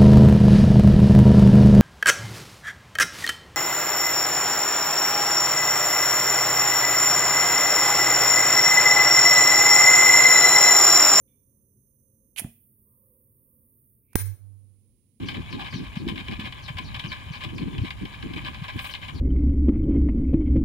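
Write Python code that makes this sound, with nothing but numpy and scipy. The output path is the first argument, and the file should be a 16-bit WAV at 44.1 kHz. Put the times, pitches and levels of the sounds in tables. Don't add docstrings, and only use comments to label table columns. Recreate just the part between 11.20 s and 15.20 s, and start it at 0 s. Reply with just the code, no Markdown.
import sys
import numpy as np
from scipy import signal
from scipy.fft import rfft, irfft
from scipy.io import wavfile

SR = 44100
rng = np.random.default_rng(int(sys.argv[2]) if len(sys.argv) > 2 else 0)


def master_out(mix):
    frames = np.transpose(np.atleast_2d(mix))
    ceiling = np.clip(frames, -1, 1)
    pcm = np.round(ceiling * 32767).astype(np.int16)
    wavfile.write(sys.argv[1], SR, pcm)


N = 176400
TIME = np.arange(N) / SR

RUMBLE_COLOUR = [(25, -7), (50, -3), (85, 2), (130, 3), (160, -9.5), (215, 0), (320, -12), (450, -17),
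                 (560, -23), (680, -35), (1000, -36.5), (1650, -45), (5000, -53), (6500, -70)]
SCUFF_COLOUR = [(1500, -29), (2150, -16), (2330, 2), (2520, -19), (2850, -19), (3020, -10), (3250, -21),
                (3530, 3.5), (3750, -26), (4500, -38)]
GRIND_COLOUR = [(240, -56), (400, -27.5), (1060, -36.5), (1350, -22.5), (1960, -22), (2220, -3.5),
                (2670, -2.5), (3810, -13.5), (5030, -18.5), (8370, -10.5), (9040, -5), (11400, -0.5),
                (13100, -17.5), (14600, -15.5), (16000, -22)]
SPARK_COLOUR = [(240, -49.5), (400, -19), (839, -9), (1180, -22.5), (2320, -7.5), (3260, -28.5),
                (4730, -18), (5110, -24.5), (5350, -18), (5780, -21), (6340, -12), (7870, -19), (9610, 2.5),
                (11900, -6.5), (16000, -18.5)]
FLARE_COLOUR = [(40, -7), (110, -2.5), (225, -6.5), (370, -22.5), (520, -27), (680, -19.5), (1000, -34),
                (1500, -42)]
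RUSTLE_COLOUR = [(300, -2), (600, -3.5), (1300, -11.5), (2000, -21.5)]
CLACK_COLOUR = [(470, -33), (800, -3), (1260, -4), (1920, -1), (3020, -18), (6170, -12.5), (7170, -19),
                (7830, -15), (8440, -17), (9330, 0), (10200, -7.5), (11300, -3.5), (12300, -17),
                (14800, -1), (16000, -3)]
ECHO_COLOUR = [(300, -9), (450, -10.5), (640, -19), (900, -14.5), (1250, -15.5), (1550, -6), (2400, -8),
               (2750, -20), (3200, -14), (4000, -9), (4700, -15.5), (6200, -10), (8200, -18), (9400, -6.5),
               (10000, -9.5), (11000, -7), (12500, -11), (15200, -4.5), (16000, -11.5)]

# (low [Hz], high [Hz], base level [dB], swing [dB])
SWELL_BANDS = [(490, 550, -83.5, 5), (370, 430, -84, 4), (900, 1200, -98, 5)]
# (time [s], gain [dB])
SWELL_RIDE = [(0, 0.5), (1.0, -1), (1.5, -7.5), (1.7, 6), (1.95, 5), (2.1, -1.5), (2.45, 2.5), (2.7, -8.5),
              (3.4, -2), (4, -13.5)]
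# (low [Hz], high [Hz], left level [dB], right level [dB])
HISS_UNLIT = [(5830, 6595, -104, -78), (8850, 11000, -85, -68), (13200, 15000, -79, -67)]
HISS_BURNING = [(8800, 11000, -85, -69), (12400, 17000, -72, -65), (13600, 14700, -72, -65)]
HISS_CLOSED = [(2000, 8800, -101, -80), (8800, 11000, -84, -70.5), (12700, 15900, -89, -80)]
# (time [s], gain [dB])
FLAME_RIDE = [(1.2, 1), (1.42, 2), (1.55, 0.5), (1.75, 0.5), (2.2, -0.5), (2.42, 0.5), (2.7, 0), (2.9, -6)]
# (time [s], level [dB])
HUM_ENVELOPE = [(2.955, -46), (2.965, -21), (2.99, -33.5), (3.012, -22), (3.10, -23), (3.14, -30.5),
                (3.175, -55), (3.21, -38), (3.28, -36.5), (3.42, -43), (3.7, -58), (4.0, -74)]
# (harmonic [number], relative level [dB])
HUM_OVERTONES = [(3, -33.5), (5, -42)]
# (time [s], level [dB])
THUMB_FORCE = [(1.160, -73.5), (1.162, -38), (1.164, -38.5), (1.167, -53), (1.171, -38), (1.179, -35),
               (1.187, -23.5), (1.191, -31), (1.1955, -20), (1.202, -27), (1.209, -35.5), (1.222, -49.5),
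               (1.24, -78.5)]
# (time [s], level [dB], width [s])
PUFFS = [(1.2204, -33.5, .0011), (1.2354, -40, 0.0016), (1.2498, -22.5, .0016)]
# (time [s], level [dB], decay [s], pan L-R [dB])
LID_HITS = [(2.9313, -44, 0.0033, -12), (2.9555, -10, 0.00076, -1), (2.956, -20, 0.00087, -2.5),
            (2.958, -12, .001, -1), (2.987, -36, .002, -10)]
# (frequency [Hz], level [dB], t60 [s])
KNOCK_MODES = [(1600, -23, .025), (1950, -25, .025)]
# (frequency [Hz], relative level [dB], t60 [s], pan L-R [dB])
CASE_MODES = [(1584, -9, 0.26, -2), (2344, -12.5, .25, -2.5), (3600, -23, .3, 0), (5790, -19, .18, 0),
              (9350, 8, .25, -7), (9420, 2, .26, -6), (10243, -9, .2, -3), (10875, -5, .2, -2),
              (11100, -4, .22, -3), (11800, -7, .2, -2), (13683, -8, .24, 3), (14290, -6, .2, 5),
              (14700, -4, .2, 5), (15230, 3, .2, 8), (15325, 3, .18, 8.5)]
# (frequency [Hz], pan L-R [dB])
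CLACK_BALANCE = [(800, -7), (2000, -3.5), (2600, 3), (5000, -2.5), (10500, -6), (13000, 0), (15000, 10)]
ECHO_BALANCE = [(500, -3.5), (2000, -1), (6000, 0.5), (9400, -3), (12000, 0), (15000, 7)]
# (start [s], end [s], depth [dB])
RIGHT_DIPS = [(2.961, 2.984, -34), (3.026, 3.055, -38)]

SNAP_S = 2.9563
EDGE_S = .0011


def from_db(db):
    return 10 ** (np.asarray(db) / 20)


def rms_one(x):
    return x / np.sqrt(np.mean(x ** 2) + 1e-20)


def level(curve):
    return from_db(np.interp(TIME, *np.transpose(curve), left=-np.inf))


def pan(db):
    return from_db([[min(db, 0)], [min(-db, 0)]])


def fade_in(s, edge_s):
    return .5 + .5 * np.tanh((TIME - s) / edge_s)


def dying(s, t60):
    return (TIME >= s) * np.exp(-np.log(1000) * np.maximum(TIME - s, 0) / t60)


def ring(s, hz, t60):
    return dying(s, t60) * np.sin(2 * np.pi * hz * (TIME - s))


def waver(per_s):
    return np.interp(TIME * per_s, np.arange(200), rng.standard_normal(200))


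def noise(colour, channels=1, ripple_db=0, ripple_spacing_hz=55.2):
    hz, db = np.transpose(colour)
    f = np.maximum(np.fft.rfftfreq(N, 1 / SR), 1)
    bumps = rng.uniform(-1, 1, 1000) * np.sqrt(3)
    ripple = ripple_db * np.interp(f / ripple_spacing_hz, np.arange(1000), bumps)
    eq = from_db(np.interp(np.log(f), np.log(hz), db) + ripple)
    roll_off = (np.minimum(f / hz[0], 1) * np.minimum(hz[-1] / f, 1)) ** 2
    return rms_one(irfft(rfft(rng.standard_normal((channels, N))) * eq * roll_off, N))


def band(low_hz, high_hz, channels=2, order=6):
    sos = signal.butter(order, [low_hz, high_hz], "band", fs=SR, output="sos")
    return rms_one(signal.sosfilt(sos, rng.standard_normal((channels, N))))


def balanced(x, balance):
    lean_db = np.interp(np.fft.rfftfreq(N, 1 / SR), *np.transpose(balance))
    return irfft(rfft(x) * from_db([lean_db / 2, -lean_db / 2]), N)


def reverb(x, t60, predelay_s=.0075, ripple_db=0):
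    wash = noise([(20, 0), (SR / 2, 0)], channels=2, ripple_db=ripple_db)
    tail = (wash * dying(predelay_s, t60))[:, :SR]
    return signal.fftconvolve(x, rms_one(tail) / np.sqrt(SR), axes=1)[:, :N]


def room_tone(rumble_db=-66, drift_db=.5, side_db=-11):
    mid, side = noise(RUMBLE_COLOUR, channels=2)
    stereo = mid + from_db(side_db) * side * [[1], [-1]]
    rumble = from_db(rumble_db + drift_db * waver(per_s=12)) * stereo
    swells = sum(from_db(db + swing_db * waver(per_s=7)) * band(low, high, channels=1, order=3)
                 for low, high, db, swing_db in SWELL_BANDS)
    return rumble + level(SWELL_RIDE) * swells


def hiss(lit_s=1.2, out_s=2.93, crossfade_s=.03):
    lit, snuffed = fade_in(lit_s, crossfade_s), fade_in(out_s, crossfade_s)
    burning = lit * (1 - snuffed) * level(FLAME_RIDE) ** 2
    stages = (HISS_UNLIT, 1 - lit), (HISS_BURNING, burning), (HISS_CLOSED, snuffed)
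    return sum(np.sqrt(power) * from_db([[left_db], [right_db]]) * band(low, high)
               for bands, power in stages for low, high, left_db, right_db in bands)


def hum(hz=98):
    rustle = from_db(-60) * pan(-12.5) * dying(SNAP_S, t60=1.2) * noise(RUSTLE_COLOUR)
    phase = 2 * np.pi * hz * (TIME - SNAP_S)
    overtones = sum(from_db(db) * np.cos(harmonic * phase) for harmonic, db in HUM_OVERTONES)
    return pan(-51.5) * level(HUM_ENVELOPE) * (np.cos(phase) + overtones) + rustle


def thumb_scuff(start_s=.078):
    return from_db(-76) * dying(start_s, t60=.49) * noise(SCUFF_COLOUR, channels=2)


def flint_wheel(teeth_per_s=650, jitter=.15, tooth_decay_s=.00097, drag=.25, spark_s=1.192):
    gaps = np.abs(1 + jitter * rng.standard_normal(80)) / teeth_per_s
    bites = THUMB_FORCE[0][0] + np.cumsum(gaps)
    last_bite = bites[np.maximum(np.searchsorted(bites, TIME) - 1, 0)]
    teeth = drag + np.exp(-np.abs(TIME - last_bite) / tooth_decay_s)
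    spinning = (TIME > bites[0]) & (TIME < bites[-1])
    teeth /= np.sqrt(np.mean(teeth[spinning] ** 2))
    grind = noise(GRIND_COLOUR)
    mount_resonance = band(2200, 3200, channels=1, order=2)
    sparking = fade_in(spark_s, edge_s=.0014)
    grit = np.sqrt(1 - sparking) * (grind + mount_resonance) + np.sqrt(sparking) * noise(SPARK_COLOUR)
    rasp = level(THUMB_FORCE) * teeth * grit
    return pan(-15.5) * rasp + from_db(-15) * pan(-3) * reverb(rasp, t60=.33, ripple_db=3)


def ignition(peak_s=1.245, rise_s=.016, decay_s=.025, crack_s=1.2438):
    bloom = np.exp(-np.maximum((peak_s - TIME) / rise_s, (TIME - peak_s) / decay_s))
    flare = from_db(-37.5) * bloom * noise(FLARE_COLOUR)
    crack = from_db(-45) * dying(crack_s, t60=.012) * band(596, 2100, channels=1, order=3)
    puffs = np.zeros(N)
    for s, db, width_s in PUFFS:
        offset = (TIME - s) / width_s
        puffs += from_db(db) * (offset ** 2 - 1) * np.exp(-offset ** 2 / 2)
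    room_mode = from_db(-41) * ring(PUFFS[-1][0], hz=229, t60=.24)
    return pan(-2.5) * (flare + crack + puffs + room_mode)


def hinge(rise_s=.03):
    swing = np.exp(-np.abs(SNAP_S - TIME) / rise_s) * (TIME < SNAP_S)
    return from_db(-62) * pan(-4) * swing * band(2200, 2550, channels=1, order=2)


def lid_thump(stop_s=2.9552, rise_s=.0013, fall_s=.003, rebound=.55, cutoff_hz=468):
    t = TIME - stop_s
    pressure = np.where(t < 0, np.exp(-np.abs(t) / rise_s), -rebound * np.exp(-np.abs(t) / fall_s))
    lowpass = signal.butter(6, cutoff_hz, fs=SR, output="sos")
    return from_db(-3.5) * pan(-14) * signal.sosfilt(lowpass, pressure + 1e-18)


def lid_knock():
    return pan(-5.5) * sum(from_db(db) * ring(SNAP_S, hz, t60) for hz, db, t60 in KNOCK_MODES)


def case_ring():
    t = TIME[:SR]
    modes = sum(from_db(db - 60 * t / t60) * pan(pan_db)
                * np.sin(2 * np.pi * (hz * t + rng.random((2, 1))))
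                for hz, db, t60, pan_db in CASE_MODES)
    blow = np.zeros((1, N))
    blow[0, int(SNAP_S * SR)] = 1
    return signal.fftconvolve(blow, modes, axes=1)[:, :N]


def room_echo(hold_s=.045, slow_db=-9):
    release_s, slow_gain = SNAP_S + hold_s, from_db(slow_db)
    held = fade_in(SNAP_S, EDGE_S) * (TIME < release_s)
    tail = (dying(release_s, t60=.28) + slow_gain * dying(release_s, t60=.4)) / (1 + slow_gain)
    wash = balanced(noise(ECHO_COLOUR, channels=2, ripple_db=5), ECHO_BALANCE)
    return (held + tail) * wash


def right_dips():
    duck_db = sum(depth_db * fade_in(start, EDGE_S) * (1 - fade_in(end, EDGE_S))
                  for start, end, depth_db in RIGHT_DIPS)
    return from_db([np.zeros(N), duck_db])


def lid_snap():
    hits = sum(from_db(db) * pan(pan_db) * (TIME >= s) * np.exp(-np.abs(TIME - s) / decay_s)
               for s, db, decay_s, pan_db in LID_HITS)
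    clack = hits * balanced(noise(CLACK_COLOUR, channels=2), CLACK_BALANCE)
    ping = from_db(-33) * case_ring()
    echo = from_db(-34) * room_echo()
    ping_tail = from_db(-11.5) * reverb(ping, t60=.42)
    return (clack + ping + ping_tail + echo) * right_dips()


def scene():
    lighting = thumb_scuff() + flint_wheel() + ignition()
    closing = hinge() + lid_snap() + lid_knock() + lid_thump() + hum()
    return lighting + closing + room_tone() + hiss()


def record(dry, cutoff_hz=15850):
    lowpass = signal.ellip(9, .2, 70, cutoff_hz, fs=SR, output="sos")
    return signal.sosfilt(lowpass, np.tanh(dry))


dry = scene()
out = record(dry)
master_out(out)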